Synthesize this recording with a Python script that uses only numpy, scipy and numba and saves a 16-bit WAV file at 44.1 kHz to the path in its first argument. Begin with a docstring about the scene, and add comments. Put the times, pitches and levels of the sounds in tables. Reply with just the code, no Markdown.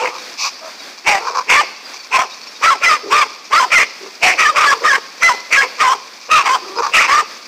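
"""Dogs bark hard, growling and snarling in between, as the pack mobs a snake on a dirt yard.
Each bark is a buzz of the vocal folds that bends in pitch and flips between clean and rough,
shaped by throat and mouth. Bushes scatter a short echo, paws scuff the ground, small birds chip,
and there is one sharp hiss. A phone's limiter flattens the loudest barks."""
import sys
import numpy as np
from scipy import signal
from scipy.fft import rfft, irfft
from scipy.io import wavfile
from scipy.ndimage import uniform_filter1d
from numba import njit

SR = 44100
rng = np.random.default_rng(int(sys.argv[2]) if len(sys.argv) > 2 else 0)


def dump_mix(stems):
    """Bounce the given channels to the path in sys.argv[1] as a 16-bit WAV at rate SR."""
    frames = np.atleast_2d(stems).T  # one column per channel
    limited = np.clip(frames, -1, 1)  # hard clip at full scale
    pcm = np.round(limited * 32767).astype(np.int16)
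    wavfile.write(sys.argv[1], SR, pcm)


N = 329427
TIME = np.arange(N) / SR


def undb(db):
    """Turn decibels into a gain."""
    return 10 ** (np.asarray(db) / 20)


def unit(x):
    """Scale to an average level (rms) of 1."""
    return x / np.sqrt(np.mean(x ** 2))


def blend(a, b, share):
    """Go from a to b as the share goes from 0 to 1."""
    return a + (b - a) * share


def steady(x, span_s):
    """Even out the level over a short span."""
    return x / np.sqrt(np.abs(uniform_filter1d(x ** 2, max(int(span_s * SR), 2))) + 1e-9)


def wander(rate_hz):
    """A smooth random wobble, about 1 in size."""
    return unit(signal.sosfilt(signal.butter(2, rate_hz, fs=SR, output="sos"), rng.standard_normal(N)))


def swell(start_s, length_s, edge_s=0.035):
    """Fade in, hold, fade out."""
    return np.clip(np.minimum(TIME - start_s, start_s + length_s - TIME) / edge_s + 0.53, 0, 1)


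def colour(x, points):
    """Shape a sound's tone with (frequency_hz, gain_db) points; its level comes out as 1."""
    hz, db = np.transpose(points)
    bins = np.maximum(np.fft.rfftfreq(N, 1 / SR), 1)
    return unit(irfft(rfft(x) * undb(np.interp(np.log(bins), np.log(hz), db)), N))


@njit
def band_pass(x, hz, width_hz):
    """Keep only the sound near a moving frequency."""
    out, band, low = np.empty(len(x)), 0., 0.
    for i in range(len(x)):
        tuning, damping = np.tan(np.pi * hz[i] / SR), width_hz / hz[i]
        now = (band + tuning * (x[i] - low)) / (1 + tuning * (tuning + damping))
        band, low, out[i] = 2 * now - band, low + 2 * tuning * now, damping * now
    return out


def resonance(x, hz, width_hz):
    """Ring like a hollow space: the band-pass applied twice."""
    centre = np.clip(hz + np.zeros(N), 50, SR / 3)
    return band_pass(band_pass(x, centre, float(width_hz)), centre, float(width_hz))


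# Strength of the voice's harmonics (multiples of its pitch), lowest first: level_db
HARMONICS = [3.5, 5.5, 6, -3, -6.5]


def vocal_folds(hz, rough):
    """The folds pulse and let out a puff of air each cycle; roughness (0 to 1) makes them uneven."""
    shaky_hz = hz * (1 + .075 * rough * wander(220.2) + .027 * np.sqrt(rough) * wander(73.65))
    phase = 2 * np.pi * np.cumsum(shaky_hz) / SR
    pulses = unit(sum(undb(db) * np.cos(k * phase) for k, db in enumerate(HARMONICS, 1)))
    # in fits, strong and weak cycles take turns, adding tones between the harmonics
    pulses *= 1 + 1.1 * rough * wander(21.7) * np.cos(phase / 2)
    puffs = rng.standard_normal(N) * (1 + 1.5 * np.cos(phase))
    return pulses * (1 + .7 * rough * wander(121)) + 1.55 * rough * (1 + 2 * rough ** 2) * puffs


def bark_level(start_s, end_s, start_db, end_db):
    """One bark's level in dB: a soft lead-in, a burst, a sloping hold, a fade as the jaw closes."""
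    times = [start_s - .034, start_s - .011, start_s + .0042, end_s - .002, end_s + .011, end_s + .05]
    levels = [-48, min(-20, start_db), start_db, end_db, -22, -48]
    return np.interp(TIME, times, levels, left=-120, right=-120)


# The barks. Pitch arches to a crest (a negative arch dips); roughness runs from 0 to 1;
# open_db and closing_db are the mouth's share of the sound as the jaw moves.
# start_s, end_s, start_db, end_db, crest_hz, crest_delay_s, arch_octaves,
# crest_rough, side_rough, open_db, closing_db, mouth_hz
BARKS = [(.003, 0.076, -19, -20.5, 498.4, 0.062, 0.37, 1, 0.68, -7, -2.5, 2400),
         (1.073, 1.18, -3.5, -17, 389, 0.084, -0.24, 0.29, 0.65, -1.5, -5.5, 2350),
         (1.502, 1.615, 2, -10, 600, 0.1, 0.34, 0.047, 0.87, -1, -5.5, 2280),
         (2.132, 2.175, -9, -9, 509.8, 0.019, 0.11, 0.538, 0.65, -2.5, -3.5, 2493),
         (2.191, 2.23, -9.5, -15, 529.4, .015, 0.14, 0.48, 0.69, -8.5, -13, 2280),
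         (2.636, 2.736, -3.5, -11.5, 678.2, 0.06, .5, .13, .75, -5, -10, 2250),
         (2.837, 2.957, -6, -10.5, 691.7, .02, 0.13, 0.59, 0.45, -2.5, -7, 2440),
         (3.123, 3.235, -6, -11.5, 610.5, .06, .33, .42, 0.62, -8.5, -7, 2440),
         (3.531, 3.645, -5, -11, 695.4, 0.073, 0.58, .18, 0.52, -7.5, -13.5, 2170),
         (3.722, 3.834, -4.5, -7.5, 686.7, 0.032, .4, 0.64, 0.79, -0.8, -0.3, 2346),
         (4.234, 4.334, -2, -14, 360, 0.0595, -.1, 0.35, .65, -1, -0.4, 2360),
         (4.392, 4.502, -8, -9.5, 589, 0.076, -0.19, 0.38, 0.68, -1.5, -12, 2294),
         (4.566, 4.734, -9, -8.5, 622, .12, 0.052, 0.63, 0.711, -5.5, -10, 2330),
         (4.85, 4.961, -5.5, -12.5, 602.7, .02, .05, 0.494, 0.48, -6, -3, 2017),
         (5.23, 5.323, -0.5, -12.5, 676, .06, .12, .08, 0.7275, -1.5, -10, 2120),
         (5.526, 5.638, -3, -12, 671.8, 0.0029, 0.15, 0.72, 0.82, -0.5, -1, 2334),
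         (5.805, 5.935, -8, -11, 615.4, 0.081, 0.069, 0.27, 0.68, -6, -17, 2100),
         (6.315, 6.416, -2, -10.5, 637.3, 0.021, .35, 0.37, .6, -6.5, -6, 2650),
         (6.459, 6.559, -13.5, -10.5, 527.2, 0.067, 0.15, .2, 0.99, -4.5, -19, 2148),
         (6.945, 7.055, 3, -13, 646.7, 0.023, 0.24, 0.56, 0.86, -0.5, -3.5, 2530),
         (7.092, 7.206, -10, -7.5, 615, 0.074, 0.39, 0.3, 0.56, -4.5, -8.5, 2021)]
# Voice breaks, where the pitch jumps for the rest of the bark: time_s, pitch_ratio
VOICE_BREAKS = [(1.611, 0.71), (2.705, 0.83), (2.892, 0.92), (3.598, 0.76), (4.478, 1.05), (4.655, .91),
                (4.9, .92), (5.293, 0.75), (5.57, .87), (5.832, 0.84)]
# Moments when the mouth rings on the third harmonic: start_s, length_s
MOUTH_RINGS = [(2.859, 0.03), (3.757, 0.021), (4.456, .018), (4.671, 0.0497), (4.881, 0.0446),
               (5.24, 0.047), (5.573, 0.042), (6.982, .012)]


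def bark_motion(arch_s=.08, crest_rough_s=.041, break_s=.0057):
    """How the voice moves: pitch and roughness bend, the jaw closes, the voice may break or ring."""
    levels = np.array([bark_level(*bark[:4]) for bark in BARKS])
    loudest = np.transpose(BARKS)[:, levels.argmax(axis=0)]  # one bark sounds at a time
    start_s, end_s, _, _, crest_hz, crest_delay_s, arch_octaves = loudest[:7]
    crest_rough, side_rough, open_db, closing_db, mouth_hz = loudest[7:]
    from_crest = TIME - start_s - crest_delay_s
    hz = crest_hz * 2 ** (arch_octaves * (np.exp(-(from_crest / arch_s) ** 2) - 1))
    rough = blend(side_rough, crest_rough, np.exp(-(from_crest / crest_rough_s) ** 2))
    jaw_closed = np.interp((TIME - start_s) / (end_s - start_s), (.35, .7), [0, 1])
    mouth_db = blend(open_db, closing_db, jaw_closed)
    mouth_hz = mouth_hz * (1 - .072 * jaw_closed)
    for time_s, pitch_ratio in VOICE_BREAKS:
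        broken = np.clip((TIME - time_s) / break_s + .5, 0, 1) * (start_s < time_s) * (time_s < end_s)
        hz = hz * blend(1, pitch_ratio, broken)
        # after the jump, the folds run fairly evenly for a moment
        rough = blend(rough, .34, broken * swell(time_s, .0438, edge_s=break_s))
    ring = sum(swell(start, length, edge_s=.0156) for start, length in MOUTH_RINGS)
    rough = blend(rough, .14, ring)
    mouth_db = blend(mouth_db, -.24, ring)
    mouth_hz = blend(mouth_hz, 3 * hz, ring)
    return levels.max(axis=0), hz, rough, mouth_db, mouth_hz


# Tone of the lips, the breathy rasp and the folds' buzz: frequency_hz, gain_db
LIP_TONE = [(1000, 9), (2900, 9.5), (3500, -89)]
RASP_TONE = [(100, -23.5), (450, 11.5), (3000, 11), (3800, -13.5), (5200, 9.5), (8500, 1.5), (9200, -11.5),
             (15000, -13.5)]
BUZZ_TONE = [(2700, -60), (3150, 8.5), (6000, 5), (9000, -8)]


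def barks(usual_hz=587):
    """The folds make the throat ring at twice their pitch, and the mouth ring as the jaw opens."""
    level_db, hz, rough, mouth_db, mouth_hz = bark_motion()
    # with little breath behind it, the voice sags, roughens and leans on its lowest tone
    slack = np.clip((-17 - level_db) / 12, 0, 1)
    catches = 1 + .01402 * np.tanh(3 * wander(23.84))  # small random steps of pitch
    hz = hz * (1 - .17 * slack) * catches
    voice = vocal_folds(hz, np.clip(np.maximum(rough, .595 * slack), .02, 1))
    opening = np.clip(undb(mouth_db), .05, .98)
    flutter = undb(2 * wander(86))  # tips the balance between throat and mouth
    throat = steady(resonance(voice, 2 * hz, 425), .0063) * np.sqrt(1 - opening ** 2) * flutter
    mouth = steady(resonance(colour(voice, LIP_TONE), mouth_hz, 696.3), .012) * opening / flutter
    chest_db = -25.5 + 21.3 * slack + 4 * (1 - rough)
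    chest = steady(resonance(voice, np.maximum(hz, 450), 335), .11) * undb(chest_db)
    # air tears past the teeth; each high, narrow band drifts and flares on its own
    air = rng.standard_normal(N) * undb(.29 * wander(150))
    teeth = unit(sum(resonance(air, band_hz * (1 + .04 * wander(8)), 330) * undb(5 * wander(22))
                     for band_hz in (3100, 4500, 4950, 5400, 6000)))
    octaves_down = np.log2(usual_hz / hz)
    rasp_db = -13.5 + .5 * rough + octaves_down * (3 - slack) + 1.075 * wander(15)
    rasp = (colour(air, RASP_TONE) + undb(-5) * teeth) * undb(rasp_db)
    # the folds slam shut, adding a bright buzz
    buzz = colour(np.tanh(2 * (throat + mouth) + .7), BUZZ_TONE) * undb(-19)
    tremble_db = (1.63 + 1.6 * slack) * wander(59)
    return (throat + mouth + chest + rasp + buzz) * undb(level_db + tremble_db)


def bush_echo(x, level_db, fade_s=.7):
    """Leaves and ground scatter a thin, patchy echo."""
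    patches = rng.standard_normal(N) * undb(2 * wander(130))
    bounces = patches * np.clip(TIME / .089, 0, 1) * undb(-60 * TIME / fade_s)
    tone = [(200, 13), (1100, .5), (1800, -5), (5000, 12.5), (10000, -17.5)]
    echo = colour(bounces, tone)[:SR] / np.sqrt(N)
    return undb(level_db) * signal.fftconvolve(x, echo)[:N]


# Tone of the outdoor air, and of the noise in scuffs, snarls and the hiss: frequency_hz, gain_db
AIR_TONE = [(35, -72), (60, -53.5), (214, -7.5), (727, -4.5), (982, -6), (1750, -4.5), (2420, -5),
            (3050, -12.5), (3340, -7), (4110, -8), (4510, -3), (9450, -26), (13700, -28), (15000, -26)]
HISS_TONE = [(300, -34), (1150, 3.5), (1600, -31), (2400, 7.5), (3100, -12), (4700, 4.5), (6000, 1.5),
             (9500, -31.5), (14000, -27)]


def air_and_paws():
    """Outdoor air swells and dips while paws scuff the gritty dirt."""
    air = colour(rng.standard_normal(N), AIR_TONE) * undb(-37.5 + 2.2 * wander(4))
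    grit = rng.standard_normal(N) * undb(3.4 * wander(369.5))
    scuffs = colour(grit, HISS_TONE) * undb(-40 + 3.6 * wander(30))
    return air + scuffs


# Growls and whines: start_s, length_s, pitch_hz, voice_db, snarl_db
GROWLS = [(0.015, 0.061, 509.3, -21.5, -22.5), (0.091, 0.1, 395.4, -45, -30.5),
          (.435, 0.047, 567.6, -40, -22.5), (0.62, 0.084, 625.7, -33.5, -34.5),
          (1.2, 0.16, 462.2, -35, -28), (1.265, 0.042, 473.5, -42, -21.5),
          (1.355, 0.057, 509.6, -32, -15.5), (2.14, 0.085, 703, -23, -50), (3.034, 0.13, 413, -26.5, -43),
          (4.011, 0.071, 400, -33.5, -39), (4.536, 0.053, 550.6, -26, -38), (4.736, 0.049, 451, -30.5, -34),
          (4.82, 0.036, 484, -20.5, -27), (5.631, 0.034, 510, -23, -26), (6.624, 0.17, 387, -35.5, -34.5),
          (6.776, 0.044, 472.2, -21, -16), (6.828, 0.064, 566, -40, -16)]


def growls(rattle_hz=54):
    """A low wavering tone, and uneven flaps of the throat that chop its overtone in the muzzle."""
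    starts, _, pitches, _, _ = np.transpose(GROWLS)
    current = np.maximum(np.searchsorted(starts - .008, TIME) - 1, 0)
    hz = pitches[current] * (1 + .03 * wander(14.9))
    pulses = vocal_folds(hz, rough=.65)
    voice = unit(resonance(pulses, hz, 218))
    flaps = 1 + .6 * np.tanh(1.2 * wander(85))
    breath = undb(-10.5) * colour(rng.standard_normal(N), HISS_TONE)
    muzzle = steady(resonance(pulses, 1056, 370), .0102) + breath
    rattle = np.cos(2 * np.pi * np.cumsum(rattle_hz * (1 + .202 * wander(18.2))) / SR)
    snarl = unit(muzzle * flaps * undb(.5 * rattle))
    return sum(swell(start_s, length_s) * (undb(voice_db) * voice + undb(snarl_db) * snarl)
               for start_s, length_s, _, voice_db, snarl_db in GROWLS)


# Short bird calls: middle_s, pitch_hz, level_db
BIRD_CHIPS = [(.19, 3770, -34), (.23, 4440, -33), (0.802, 3880, -35), (.831, 4606, -36), (1.82, 4570, -47),
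              (1.861, 4800, -29.5), (2.009, 4530, -31.5), (2.325, 3797, -31), (2.434, 4470, -32.5),
              (2.489, 5463, -31), (2.565, 3759, -34.5), (6.779, 5035, -21)]


def birds(fade_s=.011):
    """Faint, quavering chips, blurred by the bushes."""
    quaver_time = np.cumsum(1 + .0058 * wander(180)) / SR
    chips = np.zeros(N)
    for middle_s, pitch_hz, level_db in BIRD_CHIPS:
        blip = np.exp(-((TIME - middle_s) / fade_s) ** 2)
        chips += undb(level_db) * blip * np.sin(2 * np.pi * pitch_hz * quaver_time)
    return chips + bush_echo(chips, level_db=-26)


def hiss(start_s=.391, length_s=.096, level_db=-18):
    """One sharp, spitting hiss: a short burst of bright noise."""
    spit = rng.standard_normal(N) * undb(.46 * wander(74))
    return colour(spit, HISS_TONE) * swell(start_s, length_s) * undb(level_db)


def scene():
    """The pack, its echo, the yard and the birds, in one channel."""
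    pack = barks() + growls() + hiss()
    return (pack + bush_echo(pack, level_db=-21) + air_and_paws() + birds())[None]


@njit
def follow_peaks(x, rise_s, fall_s):
    """Track how loud a sound is, rising quickly and falling more slowly."""
    rise, fall = 1 / (1 + rise_s * SR), 1 / (1 + fall_s * SR)
    out, level = np.empty(len(x)), 0.
    for i in range(len(x)):
        level += (abs(x[i]) - level) * (rise if abs(x[i]) > level else fall)
        out[i] = level
    return out


def record(dry, ceiling=.66, top_hz=15200):
    """The phone turns loud moments down, rounds the peaks a little unevenly and cuts the top treble."""
    level = follow_peaks(dry[0], rise_s=.000097, fall_s=.0014)
    held = dry / np.maximum(level / ceiling, 1)
    rounded = held / (1 + (held / .72) ** 4) ** .25
    lopsided = rounded + .0045 * rounded ** 2
    return signal.sosfilt(signal.ellip(8, .2, 70, top_hz, fs=SR, output="sos"), lopsided)


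dry = scene()
out = record(dry)
dump_mix(out)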